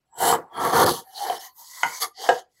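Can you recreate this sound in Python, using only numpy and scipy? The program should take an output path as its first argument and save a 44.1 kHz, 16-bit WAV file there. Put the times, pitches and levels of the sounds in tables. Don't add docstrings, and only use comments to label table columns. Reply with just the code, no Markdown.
import sys
import numpy as np
from scipy import signal
from scipy.fft import rfft, irfft
from scipy.io import wavfile
from scipy.ndimage import uniform_filter1d

SR = 44100
rng = np.random.default_rng(int(sys.argv[2]) if len(sys.argv) > 2 else 0)


def ratio(d):
    e = np.asarray(d, float) / 20
    return 10 ** e


def generate_wav(signal):
    frames = np.transpose(np.atleast_2d(signal))
    scaled = np.clip(frames, -1, 1) * 32767
    pcm = np.round(scaled).astype(np.int16)
    wavfile.write(sys.argv[1], SR, pcm)


N = 114660


def evened(x):
    return x / np.sqrt(np.mean(x ** 2) + 1e-20)


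def read(points, hz):
    f, value = np.transpose(points)
    return np.interp(np.log(hz + 1), np.log(f + 1), value)


def add(mix, s, sound):
    part = mix[round(s * SR):][:len(sound)]
    part += sound[:len(part)]


def colour(x, points):
    gain = ratio(read(points, np.fft.rfftfreq(len(x), 1 / SR)))
    return evened(irfft(rfft(x) * gain, len(x)))


def passed(x, order, hz, kind="low"):
    return signal.sosfiltfilt(signal.butter(order, hz, kind, fs=SR, output="sos"), x)


def high_passed(x, hz):
    return signal.sosfilt(signal.butter(2, hz, "high", fs=SR, output="sos"), x)


def body(x, peaks):
    out = np.zeros(len(x))
    for k, (hz, width_hz, db) in enumerate(peaks):
        r = np.exp(-np.pi * max(width_hz, 15) / SR)
        poles = [1, -2 * r * np.cos(2 * np.pi * hz / SR), r * r]
        out += (-1) ** k * ratio(db) * (1 - r) * signal.lfilter([1, 0, -1], poles, x)
    return evened(out)


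def drift(n, span_s):
    size = max(round(span_s * SR), 2)
    return evened(uniform_filter1d(uniform_filter1d(rng.standard_normal(n), size), size))


def stroke(curve, board, sole, touch, weight_db):
    blend_s = 0.025
    s, slide_db, bite_db = np.transpose(curve)
    start_s = s[0] - blend_s / 2
    t = start_s + np.arange(round((s[-1] - s[0] + blend_s) * SR)) / SR
    opening, thinning, dulling, loading = touch
    slide_db, bite_db = np.interp(t, s, slide_db), np.interp(t, s, bite_db)
    hiss = sole_hiss(t, slide_db, sole, opening, thinning, dulling)
    wood = iron_chatter(bite_db, board)
    hum = bench_hum(t, bite_db, weight_db, loading)
    blend = np.sqrt(np.clip(np.minimum(t - t[0], t[-1] - t) / blend_s, 0, 1))
    return start_s, blend * (ratio(slide_db) * hiss + ratio(bite_db) * wood + hum)


def sole_hiss(t, slide_db, sole, opening, thinning, dulling):
    # (frequency [Hz], level [dB])
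    hiss_spectrum = [(1800, -51), (2600, -19.5), (3000, -4.5), (8000, -6), (13000, -13.5), (15500, -8.5)]
    # (time [s], depth [dB])
    skips = [
        (0.852, -10),
        (1.389, -17),
    ]
    skip_s, flutter_db, wide_db = 0.0052, 1.2, -2.5
    thin_hz, dull_hz = 3620, 11800

    skip_db = sum(db * np.exp(-((t - at) / skip_s) ** 2) for at, db in skips)
    rub = rng.standard_normal(len(t)) * ratio(flutter_db * drift(len(t), 0.0029) + skip_db)
    light_db = slide_db - slide_db.max()
    share = ratio(opening * light_db)
    wide = ratio(wide_db) * share * colour(rub, hiss_spectrum)
    hiss = patchy(focus(rub, sole, [(2000, -36.5), (2900, -2)], share) + wide)
    low = passed(hiss, 4, thin_hz)
    hiss = hiss - low * (1 - ratio(thinning * np.minimum(slide_db + 34.5, 0)))
    top = passed(hiss, 3, dull_hz, "high")
    return hiss - top * (1 - ratio(dulling * light_db))


def iron_chatter(bite_db, board):
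    # (frequency [Hz], level [dB])
    fill_spectrum = [(100, -39.5), (700, 3.5), (1600, 1), (2200, -8.5), (2600, -21.5)]
    slips_per_s, spread_db, fill_db, opening = 2500, 2, -6.5, 0.36

    n = len(bite_db)
    strength = ratio(spread_db * np.minimum(rng.exponential(1, n), 4))
    slips = (rng.random(n) < slips_per_s / SR) * strength * rng.choice([-1., 1.], n)
    share = ratio(opening * (bite_db - bite_db.max()))
    fill = ratio(fill_db) * share * colour(slips, fill_spectrum)
    return patchy(focus(slips, board, [(2200, -1.5), (2500, -25)], share) + fill)


def bench_hum(t, bite_db, weight_db, loading):
    lag_s, deep_per_db = 0.024, 1.55
    late_db = np.maximum(np.interp(t - lag_s, t, bite_db), bite_db)
    load_db = weight_db + late_db + loading * (late_db - bite_db.max())
    return ratio(load_db) * bench(rng.standard_normal(len(t)), deep_per_db * weight_db)


def focus(x, peaks, edge, share):
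    broad = body(x, peaks)
    return colour(share * broad + (1 - share) * body(broad, peaks), edge)


def patchy(x):
    patch_db = 1.5
    z = signal.stft(x, nperseg=256)[2]
    field = rng.standard_normal(z.shape[::-1]).T
    field = evened(uniform_filter1d(uniform_filter1d(field, size=5, axis=0), size=6, axis=1))
    return evened(signal.istft(z * ratio(patch_db * field), nperseg=256)[1][:len(x)])


def knock(s, db, modes, rise_s=0.002):
    crack_db, crack_t60_s = -16, 0.03
    thud_db, thud_t60_s, thud_rise_s = -27, 0.19, 0.042
    ring_cut_hz, damped_s = 380, 0.2

    t = np.arange(round(0.35 * SR)) / SR
    ring = sum(ratio(m_db - 60 * t / t60_s) * np.sin(2 * np.pi * hz * t) for hz, m_db, t60_s in modes)
    crack = colour(rng.standard_normal(len(t)), [(500, -30.5), (1500, 1.5), (8000, -11), (11000, -41)])
    crack = ratio(crack_db - 60 * t / crack_t60_s) * crack
    thud = ratio(thud_db - 60 * t / thud_t60_s) * np.minimum(t / thud_rise_s, 1)
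    thud = thud * bench(rng.standard_normal(len(t)), -4.5)
    blow = high_passed(np.minimum(t / rise_s, 1) * (ring / 2 + crack), ring_cut_hz)
    return s, ratio(db - 18 * (t / damped_s) ** 2) * (blow + thud)


def snap(s, db, hz):
    cycles, rise_s = 7.8, 0.000067
    t = np.arange(round(0.03 * SR)) / SR
    burst = np.sin(2 * np.pi * hz * t) + 0.5 * rng.standard_normal(len(t)) * (hz / 6000)
    return s, ratio(db - 20 * t * hz ** 0.5 * 60 / cycles) * np.minimum(t / rise_s, 1) * burst


def squeak(s, swell_s, hz, width_hz, db):
    t = np.arange(-3 * swell_s, 3 * swell_s, 1 / SR)
    peak = [(hz, width_hz, 0)]
    whistle = body(body(rng.standard_normal(len(t)), peak), peak)
    return s + t[0], ratio(db - 9 * (t / swell_s) ** 2) * whistle


def bench(x, deep_db):
    # (frequency [Hz], width [Hz], level [dB])
    bench_peaks = [(87, 96, -12), (166.4, 30, -3.5), (260, 40, -6.5), (357.5, 10, -2), (466.4, 32, -3)]
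    tilt = [(40, deep_db - 22), (90, deep_db), (250, deep_db), (340, -1), (550, 1), (900, -18.5)]
    return colour(body(x, bench_peaks), tilt)


def room(x):
    t60_s, dull_hz = 0.19, 3020
    taps = np.zeros(SR // 2)
    at = np.arange(200, len(taps) - 20, 20)
    taps[at + rng.integers(0, 20, len(at))] = rng.choice([-1., 1.], len(at))
    taps = colour(taps, [(150, -14), (500, 0), (dull_hz, -6)])
    taps = taps * ratio(-60 * np.arange(len(taps)) / SR / t60_s)
    return signal.fftconvolve(x, taps / np.linalg.norm(taps))[:N]


def air():
    return ratio(-74.5) * colour(rng.standard_normal(N), [(60, -4), (15000, -25.5)])


def scene():
    # (time [s], sole sliding level [dB], iron biting level [dB])
    push_1 = [(.06, -76.5, -79.5), (.12, -87, -70.5), (.19, -34, -33), (.23, -28, -22), (.29, -22, -20.5),
              (.35, -33, -23), (.38, -50, -31.5), (.43, -83.5, -41.5), (.49, -71.5, -58.5)]
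    push_2a = [(.49, -100, -52), (.57, -69, -29.5), (.6, -36.5, -26), (.65, -32, -21), (.72, -34.5, -26.5),
               (.74, -32, -20.5)]
    push_2b = [(.74, -28.5, -20), (.78, -25, -18), (.83, -24.5, -16.5), (.855, -30.5, -24),
               (.89, -25.5, -18), (.92, -28.5, -29), (1.0, -38, -39.5), (1.045, -56, -58)]
    drag_1 = [(1.045, -63, -52), (1.13, -48, -52.5), (1.17, -41, -44), (1.22, -37, -36.5),
              (1.28, -38.5, -32), (1.34, -39.5, -32.5), (1.41, -41, -46), (1.47, -43, -51.5),
              (1.54, -70, -79)]
    glide_1 = [(1.54, -66, -70), (1.59, -47, -71), (1.64, -46.5, -65), (1.72, -42.5, -54.5),
               (1.82, -40, -44), (1.93, -40.5, -41.5), (1.99, -37.5, -46.5)]
    scuff = [(2.012, -27.5, -34), (2.018, -23.5, -31.5), (2.042, -27.5, -29.5), (2.06, -37, -35.5),
             (2.14, -70.5, -64.5)]
    drag_2 = [(2.14, -63, -80), (2.18, -48.5, -49), (2.22, -38, -37), (2.265, -37, -29), (2.3, -40, -41),
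              (2.4, -45, -39.5), (2.45, -70, -77), (2.5, -88, -76.5)]
    glide_2 = [(2.5, -74.5, -89.5), (2.6, -63.5, -69.5)]
    # (frequency [Hz], width [Hz], level [dB])
    board_push_1 = [(713, 66, 0), (800, 57, 4), (942, 44, 1), (1170, 63, -3.5), (1435, 40, -8.5),
                    (1672, 31, -2.5), (1980, 52, -12.5)]
    board_push_2a = [(707, 89, -7), (920, 98, 3), (963, 83, 0), (1130, 33, 2.5), (1332, 13, -3),
                     (1580, 80, -11), (2023, 13, -24.5)]
    board_push_2b = [(761, 67, -2), (933, 21, 8.5), (1134, 110, -2.5), (1432, 37, 1), (1750, 43, -8.5),
                     (2030, 12, -14)]
    board_drag = [(764, 59, 7), (1120, 78, -0.5), (1780, 160, -10)]
    board_glide = [(1000, 110, -5), (1980, 120, -5.5)]
    board_scuff = [(772, 77, -4), (1200, 30, 10), (1764, 32, -4), (2086, 240, -4)]
    # (frequency [Hz], width [Hz], level [dB])
    sole_push_1 = [(3040, 170, -5), (4310, 180, -3), (7650, 390, -5.5), (10200, 750, -3),
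                   (13250, 1000, -11.5)]
    sole_push_2 = [(3230, 510, -9.5), (4400, 300, 1), (6300, 320, -9.5), (9960, 300, -1.5),
                   (11300, 890, -9.5), (13500, 450, -5.5)]
    sole_drag_1 = [(3020, 210, 13.4), (4400, 520, 14.8), (6160, 670, 1.4), (7900, 310, 7.4),
                   (11300, 980, 4.1)]
    sole_glide = [(3200, 270, -10), (4540, 570, 8.5), (6700, 850, -1.5), (7950, 79, 10), (10690, 1100, -2),
                  (13070, 1600, 0.5)]
    sole_scuff = [(3380, 130, -2), (4550, 270, 7.5), (6580, 260, -0.5), (9650, 190, 1), (11300, 1060, 0),
                  (13900, 800, -10)]
    sole_drag_2 = [(3130, 340, 7), (4730, 580, 11), (6450, 950, 2), (7900, 300, 4.5), (11300, 440, 0),
                   (14170, 500, -4.5)]
    # (wide hiss lost [dB/dB], lows lost [dB/dB], highs lost [dB/dB], bench hum lost [dB/dB])
    touch_push_1 = (0.17, 0.13, .1, 0.25)
    touch_push_2 = (0.99, 0.043, 0.73, 0.51)
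    touch_drag_1 = (.4, 1, .03, 0.78)
    touch_glide = (0.19, 0.82, .03, .8)
    touch_scuff = (0.15, 0.2, .1, 0.41)
    touch_drag_2 = (0.24, 0.066, .5, .4)
    # (loudest time [s], swell [s], frequency [Hz], width [Hz], level [dB])
    squeaks = [(.16, 0.033, 7730, 250, -54), (.15, 0.021, 897, 147, -49.5), (.225, 0.029, 769, 89, -23),
               (.33, .012, 1130, 89.5, -22), (.343, 0.011, 790, 110, -21.5), (0.469, .04, 876, 300, -54),
               (0.839, .04, 455, 129.4, -19.5), (0.58, 0.038, 3290, 230, -42.5),
               (.58, 0.027, 4420, 450, -50), (.592, .031, 10200, 600, -46),
               (1.08, 0.043, 11800, 3000, -56.5), (1.099, 0.049, 1750, 149.5, -67.5),
               (1.175, 0.023, 4250, 800, -37), (1.23, 0.053, 790, 112, -31), (1.261, .06, 11300, 400, -47),
               (1.375, 0.024, 5340, 90, -43), (1.3, .04, 450, 200, -35.5), (1.45, 0.037, 6530, 900, -48),
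               (1.45, 0.037, 13500, 1500, -46.5), (1.46, .05, 1028, 120, -50.5),
               (1.45, .04, 1906, 250, -50), (1.53, .03, 13000, 2500, -65), (1.6, 0.039, 13500, 1800, -47.5),
               (1.619, 0.038, 924, 197, -50.5), (1.64, 0.042, 1930, 150, -65.5),
               (1.779, 0.065, 1980, 180, -48.5), (1.96, 0.039, 6140, 900, -39),
               (1.94, 0.056, 2205, 150, -45.5), (2.04, .014, 1200, 89, -27), (2.19, 0.028, 4620, 900, -43),
               (2.2, 0.039, 2000, 150, -52.5), (2.21, 0.019, 439, 84, -40), (2.59, .03, 1945, 40, -68)]
    # (time [s], level [dB], pitch [Hz])
    snaps = [
        (0.327, -5.5, 1130),
        (.742, -17, 1170),
        (.756, -11.5, 1180),
        (.863, -17.5, 11400),
        (0.864, -8.5, 4700),
        (0.865, -12.5, 800),
        (0.893, -9.5, 4400),
    ]
    # (time [s], level [dB])
    knocks = [
        (1.298, -14),
        (1.832, -4.5),
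        (2.289, 1),
    ]
    # (frequency [Hz], level [dB], T60 [s])
    ring_1 = [(448.6, -7.5, 0.09), (742, 10.5, 0.05), (800, 6, 0.01), (927, 0.5, 0.03), (3130, 2, 0.014)]
    ring_2 = [(790, -5.5, 0.051), (938, 5, 0.027), (1443, 1, 0.054), (2050, 7, 0.021), (2986, -3, 0.021),
              (6440, -2, 0.013)]
    ring_3 = [(392, -13.5, 0.2), (485, 0, 0.064), (713, -8, 0.043), (743.6, 6, 0.029), (934, -10.5, 0.075),
              (1385, 2.5, 0.015), (1612, 2, 0.022), (1865, -9.5, 0.037), (2970, -14.5, 0.048)]
    room_db = -5

    mix, hits = np.zeros(N), np.zeros(N)
    add(mix, *stroke(push_1, board_push_1, sole_push_1, touch_push_1, -6))
    add(mix, *stroke(push_2a, board_push_2a, sole_push_2, touch_push_2, -6))
    add(mix, *stroke(push_2b, board_push_2b, sole_push_2, touch_scuff, -3))
    add(mix, *stroke(drag_1, board_drag, sole_drag_1, touch_drag_1, -12))
    add(mix, *stroke(glide_1, board_glide, sole_glide, touch_glide, -28))
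    add(mix, *stroke(scuff, board_scuff, sole_scuff, touch_scuff, -14))
    add(mix, *stroke(drag_2, board_drag, sole_drag_2, touch_drag_2, -16))
    add(mix, *stroke(glide_2, board_glide[-1:], sole_glide, touch_scuff, -30))
    for row, modes in zip(knocks, [ring_1, ring_2, ring_3]):
        add(hits, *knock(*row, modes))
    for row in snaps:
        add(hits, *snap(*row))
    for row in squeaks:
        add(mix, *squeak(*row))
    return (mix + hits + ratio(room_db) * room(hits) + air())[None]


def roll_off(x):
    return signal.sosfilt(signal.butter(12, 16460, fs=SR, output="sos"), x)


def record(dry):
    limit, gate_db, edge_hz, low_cut_hz = 1.3, -99.5, 15800, 34
    limited = limit * np.tanh(dry / limit)
    hz, _, z = signal.stft(limited, SR, nperseg=512, noverlap=384)
    power = uniform_filter1d(abs(z) ** 2, size=5, axis=2)
    keep = 0.064 + 0.81 * power / (power + ratio(2 * gate_db))
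    keep = keep * (hz < edge_hz)[:, None]
    clean = signal.istft(z * keep, SR, nperseg=512, noverlap=384)[1][:, :N]
    return roll_off(high_passed(clean, low_cut_hz))


dry = scene()
out = record(dry)
generate_wav(out)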